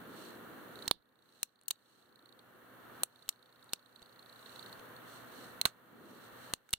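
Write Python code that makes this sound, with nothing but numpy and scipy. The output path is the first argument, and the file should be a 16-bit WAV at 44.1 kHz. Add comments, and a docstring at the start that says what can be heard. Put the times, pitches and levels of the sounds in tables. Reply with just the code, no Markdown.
"""Revolver cocked and let down

A steel revolver is worked by hand, close to a small camera in a quiet room. Hammer, sear and
cylinder stop snap against the frame; fingers slide on the metal; the focus motor ticks faintly.
Each loud click pushes the camera's gain down, and the room noise then creeps back up."""
import sys
import numpy as np
from scipy import signal
from scipy.fft import rfft, irfft
from scipy.io import wavfile
from scipy.ndimage import uniform_filter1d, minimum_filter1d

SR = 44100
rng = np.random.default_rng(int(sys.argv[2]) if len(sys.argv) > 2 else 0)


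def pcm_store(signal):
    """Save signal as 16-bit PCM."""
    levels = np.round(np.clip(np.atleast_2d(signal), -1, 1) * 32767)
    wavfile.write(sys.argv[1], SR, levels.astype(np.int16).T)


N = 298977

# a click's thump, knock, low ring, high ring, clink, sizzle and tick: low_hz, high_hz
CLICK_BANDS = [(0, 700), (700, 2400), (2400, 3500), (3500, 4900), (4900, 7500), (7500, 10500),
               (10500, 16000)]


def amp(db):
    """Decibels to gain."""
    return 10 ** (np.asarray(db) / 20)


def unit(x):
    """Scales to rms 1."""
    return x / np.sqrt(np.mean(x ** 2) + 1e-30)


def burst(x):
    """Scales a short sound to the energy of 3 ms at rms 1."""
    return unit(x) * np.sqrt(.003 * SR / x.shape[-1])


def decay(t, t60_s):
    """Envelope that falls 60 dB in t60_s."""
    return np.exp(-np.log(1000) * t / t60_s)


def curve(points, hz, column=1):
    """One column of a spectrum table, interpolated over log frequency."""
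    table = np.array(points, float)
    return np.interp(np.log(hz + 1), np.log(table[:, 0] + 1), table[:, column])


def add(mix, start_s, sound):
    """Mixes a stereo sound in at start_s."""
    part = mix[:, max(round(start_s * SR), 0):][:, :sound.shape[1]]
    part += sound[:, :part.shape[1]]


def band(x, low_hz, high_hz, order=2):
    """Causal band-pass."""
    return signal.sosfilt(signal.butter(order, [low_hz, high_hz], "band", fs=SR, output="sos"), x)


def minimum_phase(gain):
    """Impulse response with this two-sided spectrum and nothing before its attack."""
    return np.fft.ifft(np.exp(np.conj(signal.hilbert(np.log(gain))))).real


def room_tone(noise_db=-53.5, waver_rad=.7, waver_hz=5):
    """Fan-like room noise with a wavering hum, and the hiss of the microphone."""
    # colour of the noise and hiss: freq_hz, relative_db
    spectrum = [(25, -24.5), (65, -12.5), (120, -2.5), (270, -2.5), (520, -0.5), (850, -3.5), (1350, 1),
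                (1850, -3.5), (2100, -12), (2400, -11.5), (3500, -15), (5500, -31), (8000, -29),
                (11500, -19.5), (15500, -16), (16000, -33.5)]
    # how alike left and right are: freq_hz, coherence
    likeness = [(60, 0.4), (200, 0.27), (700, 0.3), (1400, 0.38), (3000, 0), (15000, 0.04)]
    # tones of the hum: pitch_hz, level_db
    hum_tones = [(120, -70.5), (249, -69.5), (500, -70)]
    hz, t = np.fft.rfftfreq(N, 1 / SR), np.arange(N) / SR
    left, other = rfft(rng.standard_normal((2, N)))
    coherence = curve(likeness, hz)
    right = coherence * left + np.sqrt(1 - coherence ** 2) * other
    noise = irfft(np.array([left, right]) * amp(curve(spectrum, hz)), N)
    drifts = unit(irfft(rfft(rng.standard_normal((len(hum_tones), N))) / (1 + (hz / waver_hz) ** 4), N))
    hum = sum(amp(level_db) * unit(np.sin(2 * np.pi * pitch_hz * t + waver_rad * drift))
              for (pitch_hz, level_db), drift in zip(hum_tones, drifts))
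    return amp(noise_db) * unit(noise) * amp([[-.4], [.4]]) + hum


def focus_motor(frame_rate_hz=29.97, push_s=.0016, whirr_hz=4330, left_db=-7, size=2400):
    """The lens steps in spells: each step a soft buzz with a weak octave, a scrape and a thin whirr."""
    # spells of one step a frame: start_s, end_s, start_db, end_db
    spells = [(.75, .902, -53.5, -51), (1.0, 2.306, -50.5, -46.5), (3.1, 3.95, -47.5, -49),
              (3.947, 4.74, -45.5, -50)]
    # harder steps of the lens, sounding like the others but louder: time_s, level_db
    jumps = [(.825, -44), (2.326, -43), (2.393, -42), (3.225, -43), (3.428, -43.5), (3.963, -48),
             (4.061, -53), (4.196, -52), (4.297, -46), (4.594, -44), (4.662, -44), (4.728, -45),
             (4.965, -49)]
    out, t = np.zeros((2, N)), np.arange(size) / SR - .006  # the push peaks at t = 0
    frames_s = np.arange(.0235, N / SR, 1 / frame_rate_hz)
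    steps = [(time_s, np.interp(time_s, [start_s, end_s], ramp_db) + rng.uniform(-5.28, 7.04))
             for time_s in frames_s
             for start_s, end_s, *ramp_db in spells if start_s < time_s < end_s]
    for time_s, level_db in steps + jumps:
        push = rng.standard_normal((2, size)) * np.exp(-(t / push_s) ** 2 / 2)
        buzz = burst(band(push, 3650, 4450))
        octave = burst(band(push, 7600, 8800, order=1))
        scrape = burst(band(push, 2700, 6500, order=1))
        pitch_hz = whirr_hz * (1 + .014 * rng.standard_normal())
        whirr = burst(np.sin(2 * np.pi * pitch_hz * t) * (t > 0) * decay(t, t60_s=.088))
        tick = buzz + amp(-15) * octave + amp(-10) * (scrape + whirr)
        add(out, time_s + t[0], amp(level_db) * amp([[left_db], [0]]) * tick)
    return out


def swells(moves, rest_db):
    """Gain curve: each move swells and fades as a bell, half power at its ends, over a resting level."""
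    t = np.arange(N) / SR
    power = sum(amp(level_db) ** 2 * .5 ** ((2 * (t - middle_s) / length_s) ** 2)
                for middle_s, length_s, level_db in moves)
    return np.sqrt(amp(rest_db) ** 2 + power)


def fingers(body, grain_db=1.56):
    """Skin drags over the steel as a fine grainy hiss; the hands add a dull rustle."""
    # a finger slides on the metal: middle_s, length_s, level_db
    slides = [(.23, 0.13, -56.5), (.86, 0.14, -62), (1.38, 0.18, -54), (1.92, 0.17, -54), (3.22, 0.26, -62),
              (3.85, 0.7, -66), (4.52, .28, -60), (5.14, 0.095, -58), (5.4, 0.13, -57.5), (6.12, 0.14, -61),
              (6.25, 0.049, -60), (6.45, 0.15, -60.5), (6.76, 0.12, -57.5)]
    # the hand shifts its grip: middle_s, length_s, level_db
    grip_shifts = [(.22, 0.63, -55), (.9, 0.6, -59.5), (1.9, 1.4, -59), (5.42, 0.1, -58),
                   (6.04, 0.22, -51.5)]
    drag = rng.standard_normal((2, N))
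    drag *= amp(grain_db * unit(uniform_filter1d(rng.standard_normal(N), 200)))
    rubbed_steel = signal.oaconvolve(drag, body, axes=1)[:, :N]
    hiss = unit(band(rubbed_steel, 2200, 12000, order=1))
    grip = rng.standard_normal(N) + .69 * rng.standard_normal((2, N))  # centre plus stereo width
    rustle = unit(band(grip, 190, 420))
    return swells(slides, rest_db=-68.5) * hiss + swells(grip_shifts, rest_db=-68.5) * rustle


def steel_body(size=2048):
    """The gun's answer to one sharp tap, at each microphone port: a crack plus short ringing modes."""
    # the bare crack under the ringing: freq_hz, left_db, right_db
    crack = [(40, -11.5, -13), (410, -15.5, -14.5), (1035, -18.5, -17.5), (1963, -28.5, -13.5),
             (3530, -12.5, -10), (5130, -32, -15), (6530, -13, -30), (9700, -16.5, -16),
             (10830, -24.5, -24), (12200, -20, -30.5), (15800, -17.5, -41.5)]
    # resonances of the steel: pitch_hz, t60_s, left_db, right_db
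    modes = [(1265, 0.0045, -24, -11), (2875, 0.0048, -18.5, -4), (3730, 0.006, -17, -6),
             (4163, 0.0084, -26.5, 2), (4430, .008, -5.5, -25.5), (5230, 0.0061, -40.5, -6),
             (5910, 0.017, -11.5, -23.5), (6180, .008, -8.5, -37), (7850, 0.0033, -11, -21.5),
             (8360, 0.017, -15.5, -8.5), (8800, 0.0072, -15, -15.5), (11460, 0.001, -15.5, -17.5),
             (13600, 0.0071, -14, -27), (14350, 0.0046, -26, -20)]
    hz = abs(np.fft.fftfreq(size, 1 / SR))
    power = amp([curve(crack, hz, column=1), curve(crack, hz, column=2)]) ** 2
    for pitch_hz, t60_s, *port_db in modes:
        width_hz = np.log(1000) / (2 * np.pi * t60_s)
        power += amp(port_db)[:, None] ** 2 / (1 + ((hz - pitch_hz) / width_hz) ** 2 / 2) ** 2
    return minimum_phase(np.sqrt(power))


def contact_colour(tilt_db_per_octave, favoured_hz, lift_db, width_octaves=.19):
    """One contact's share of energy per band, in dB: tilted, and lifted around one resonance."""
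    # a middling contact, one value per click band: share_db
    plain_share_db = [-19, -15, -12.5, -9.5, -10.5, -9, -11]
    octaves = np.log2(np.mean(CLICK_BANDS, 1) / favoured_hz)
    resonance_db = lift_db * np.exp(-(octaves / width_octaves) ** 2 / 2)
    band_db = np.array(plain_share_db) + tilt_db_per_octave * octaves + resonance_db
    return band_db - 10 * np.log10((amp(band_db) ** 2).sum())


def recolour(x, share_db, passes=3):
    """Smooth causal equaliser that steers each click band towards its share of the energy."""
    hz = abs(np.fft.fftfreq(x.shape[1], 1 / SR))
    power = (abs(np.fft.fft(x)) ** 2).sum(0)
    gain = np.ones(len(hz))
    for _ in range(passes):
        band_power = [(power * gain ** 2)[(hz >= low) & (hz < high)].sum() for low, high in CLICK_BANDS]
        boost_db = share_db - 10 * np.log10(np.array(band_power) / power.sum())
        gain *= amp(np.interp(hz, np.mean(CLICK_BANDS, 1), boost_db))
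    return signal.fftconvolve(x, minimum_phase(gain)[None], axes=1)[:, :x.shape[1]]


def action_clicks(body, chatter=2.74, centre=.87, size=4096):
    """Steel parts snap together: a tap and a dying chatter ring the gun, favouring the part struck."""
    # contacts of the parts:
    # start_s, level_db, tilt_db_per_octave, favoured_hz, lift_db, left_over_right_db, chatter_t60_s
    contacts = [(0.8787, -18.5, -0.3, 5090, 16.5, -1, 0.0099), (0.9117, 5, -2, 4610, 8, -5.5, 0.004),
                (1.4308, -2, 2.1, 7550, 3.5, 2.5, 0.0064), (1.613, -39.5, -1.5, 9000, 8, 0, 0.0058),
                (1.635, -44, 4, 8900, 6, 1, .009), (1.6819, -9, 6.5, 6860, 0, 9, 0.017),
                (1.7060, -13.5, 3, 2900, 10, -17, 0.0044), (1.7089, -5.5, 1.9, 4900, 10.5, 7, .011),
                (3.0341, -7, -0.06, 10730, 18.5, 2.5, 0.0077), (3.2811, -41, -3, 2900, 4, 5, 0.0074),
                (3.2904, -10, 3, 6800, 2, 2.5, 0.0083), (3.643, -50, 0, 9000, 7, 2, .008),
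                (3.734, -11.5, 0.1, 5190, 3.5, -1, 0.0073), (4.0194, -42.5, -3.8, 4200, 0, 1, 0.019),
                (4.795, -50.5, -4, 2900, 4, -7, .008), (5.6136, -18, 1, 4470, 9.5, -2.5, 0.0078),
                (5.6543, -7, -1.3, 4060, 8, -9, 0.0056), (5.6565, -10.5, -0.2, 1500, 8.5, -0.5, 0.022),
                (5.667, -28, -1, 1500, 6, -1, .096), (6.5367, -7, -0.95, 6600, 1, -2, 0.0057),
                (6.691, -36.5, 1, 1300, 32, -1, 0.007), (6.707, -34.5, 7, 1300, 7, 0, .009),
                (6.7299, -9, 2.5, 7900, 11, 1, 0.021), (6.7358, 1, -0.36, 3450, 11, 0, 0.0086)]
    out, t = np.zeros((2, N)), np.arange(size) / SR
    for start_s, level_db, tilt, favoured_hz, lift_db, pan_db, t60_s in contacts:
        share_db = contact_colour(tilt, favoured_hz, lift_db)
        noise = rng.standard_normal((3, size))  # centre, left, right
        force = (centre * noise[0] + np.sqrt(1 - centre ** 2) * noise[1:]) * decay(t, t60_s)
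        force *= chatter * np.sqrt(t60_s / .005) / np.linalg.norm(force[0])  # longer chatter weighs more
        force[:, 0] += 1  # the tap
        ring = recolour(signal.fftconvolve(force, body, axes=1)[:, :size], share_db)
        ring = ring / np.linalg.norm(ring, axis=1, keepdims=True) * amp([[pan_db], [0]])
        add(out, start_s, amp(level_db) * recolour(burst(ring), share_db))
    return np.array([np.roll(out[0], 2), out[1]])  # the left port is slightly farther away


def room_reverb(x, build_s=.0067, echo_s=.0054, echo_db=-38):
    """The room answers with one early reflection and a faint tail whose bass lasts longest."""
    # decay of the room: freq_hz, t60_s
    decay_times = [(150, .35), (1000, 0.098), (4000, 0.16), (9000, 0.069), (15000, 0.11)]
    hz, t, noise = signal.stft(rng.standard_normal((2, SR // 2)), SR, nperseg=256)
    tail = signal.istft(noise * decay(t, curve(decay_times, hz)[:, None]), SR, nperseg=256)[1]
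    tail *= np.minimum(np.arange(tail.shape[1]) / SR / build_s, 1)
    tail *= amp(-31) / np.linalg.norm(tail[0])
    tail += amp(3) * band(tail, 6800, 11000, order=1)  # the steel radiates most here
    tail[:, round(echo_s * SR)] += amp(echo_db)
    return signal.oaconvolve(x, tail, axes=1)[:, :N]


def scene():
    """The gun in its room, with the hands and the camera's own motor."""
    body = steel_body()
    clicks = action_clicks(body)
    return clicks + room_reverb(clicks) + fingers(body) + focus_motor() + room_tone()


def gain_control(x, threshold_db=-34, slope=.99, hold_s=.091, recovery_db_per_s=16.5):
    """The camera senses the sharp treble, ducks just ahead of a peak, holds, then recovers steadily."""
    treble_power = (band(x, 4900, 7500, order=4) ** 2).mean(0)
    treble_db = 10 * np.log10(abs(uniform_filter1d(treble_power, size=132)) + 1e-14)
    cut_db = slope * np.maximum(treble_db - threshold_db, 0)
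    hold_samples = 2 * int(hold_s * SR / 2) + 1
    held_db = -minimum_filter1d(-cut_db, hold_samples, origin=hold_samples // 2)
    ramp_db = np.arange(N) / SR * recovery_db_per_s
    released_db = np.maximum.accumulate(held_db + ramp_db) - ramp_db
    look_ahead_db = -minimum_filter1d(-released_db, size=121)
    return x / amp(uniform_filter1d(look_ahead_db, size=41))


def record(dry):
    """Notch filters, gain control and the band limit of the camera."""
    # the camera's notches, the middle one in two stages: centre_hz, width_hz
    notches = [(2490, 170), (4960, 230), (5080, 590), (7500, 200)]
    for centre_hz, width_hz in notches:
        dry = signal.lfilter(*signal.iirnotch(centre_hz, centre_hz / width_hz, SR), dry)
    low_pass = signal.firwin(255, 16100, window=("kaiser", 8), fs=SR)
    return signal.oaconvolve(gain_control(dry), low_pass[None], "same")


dry = scene()
out = record(dry)
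pcm_store(out)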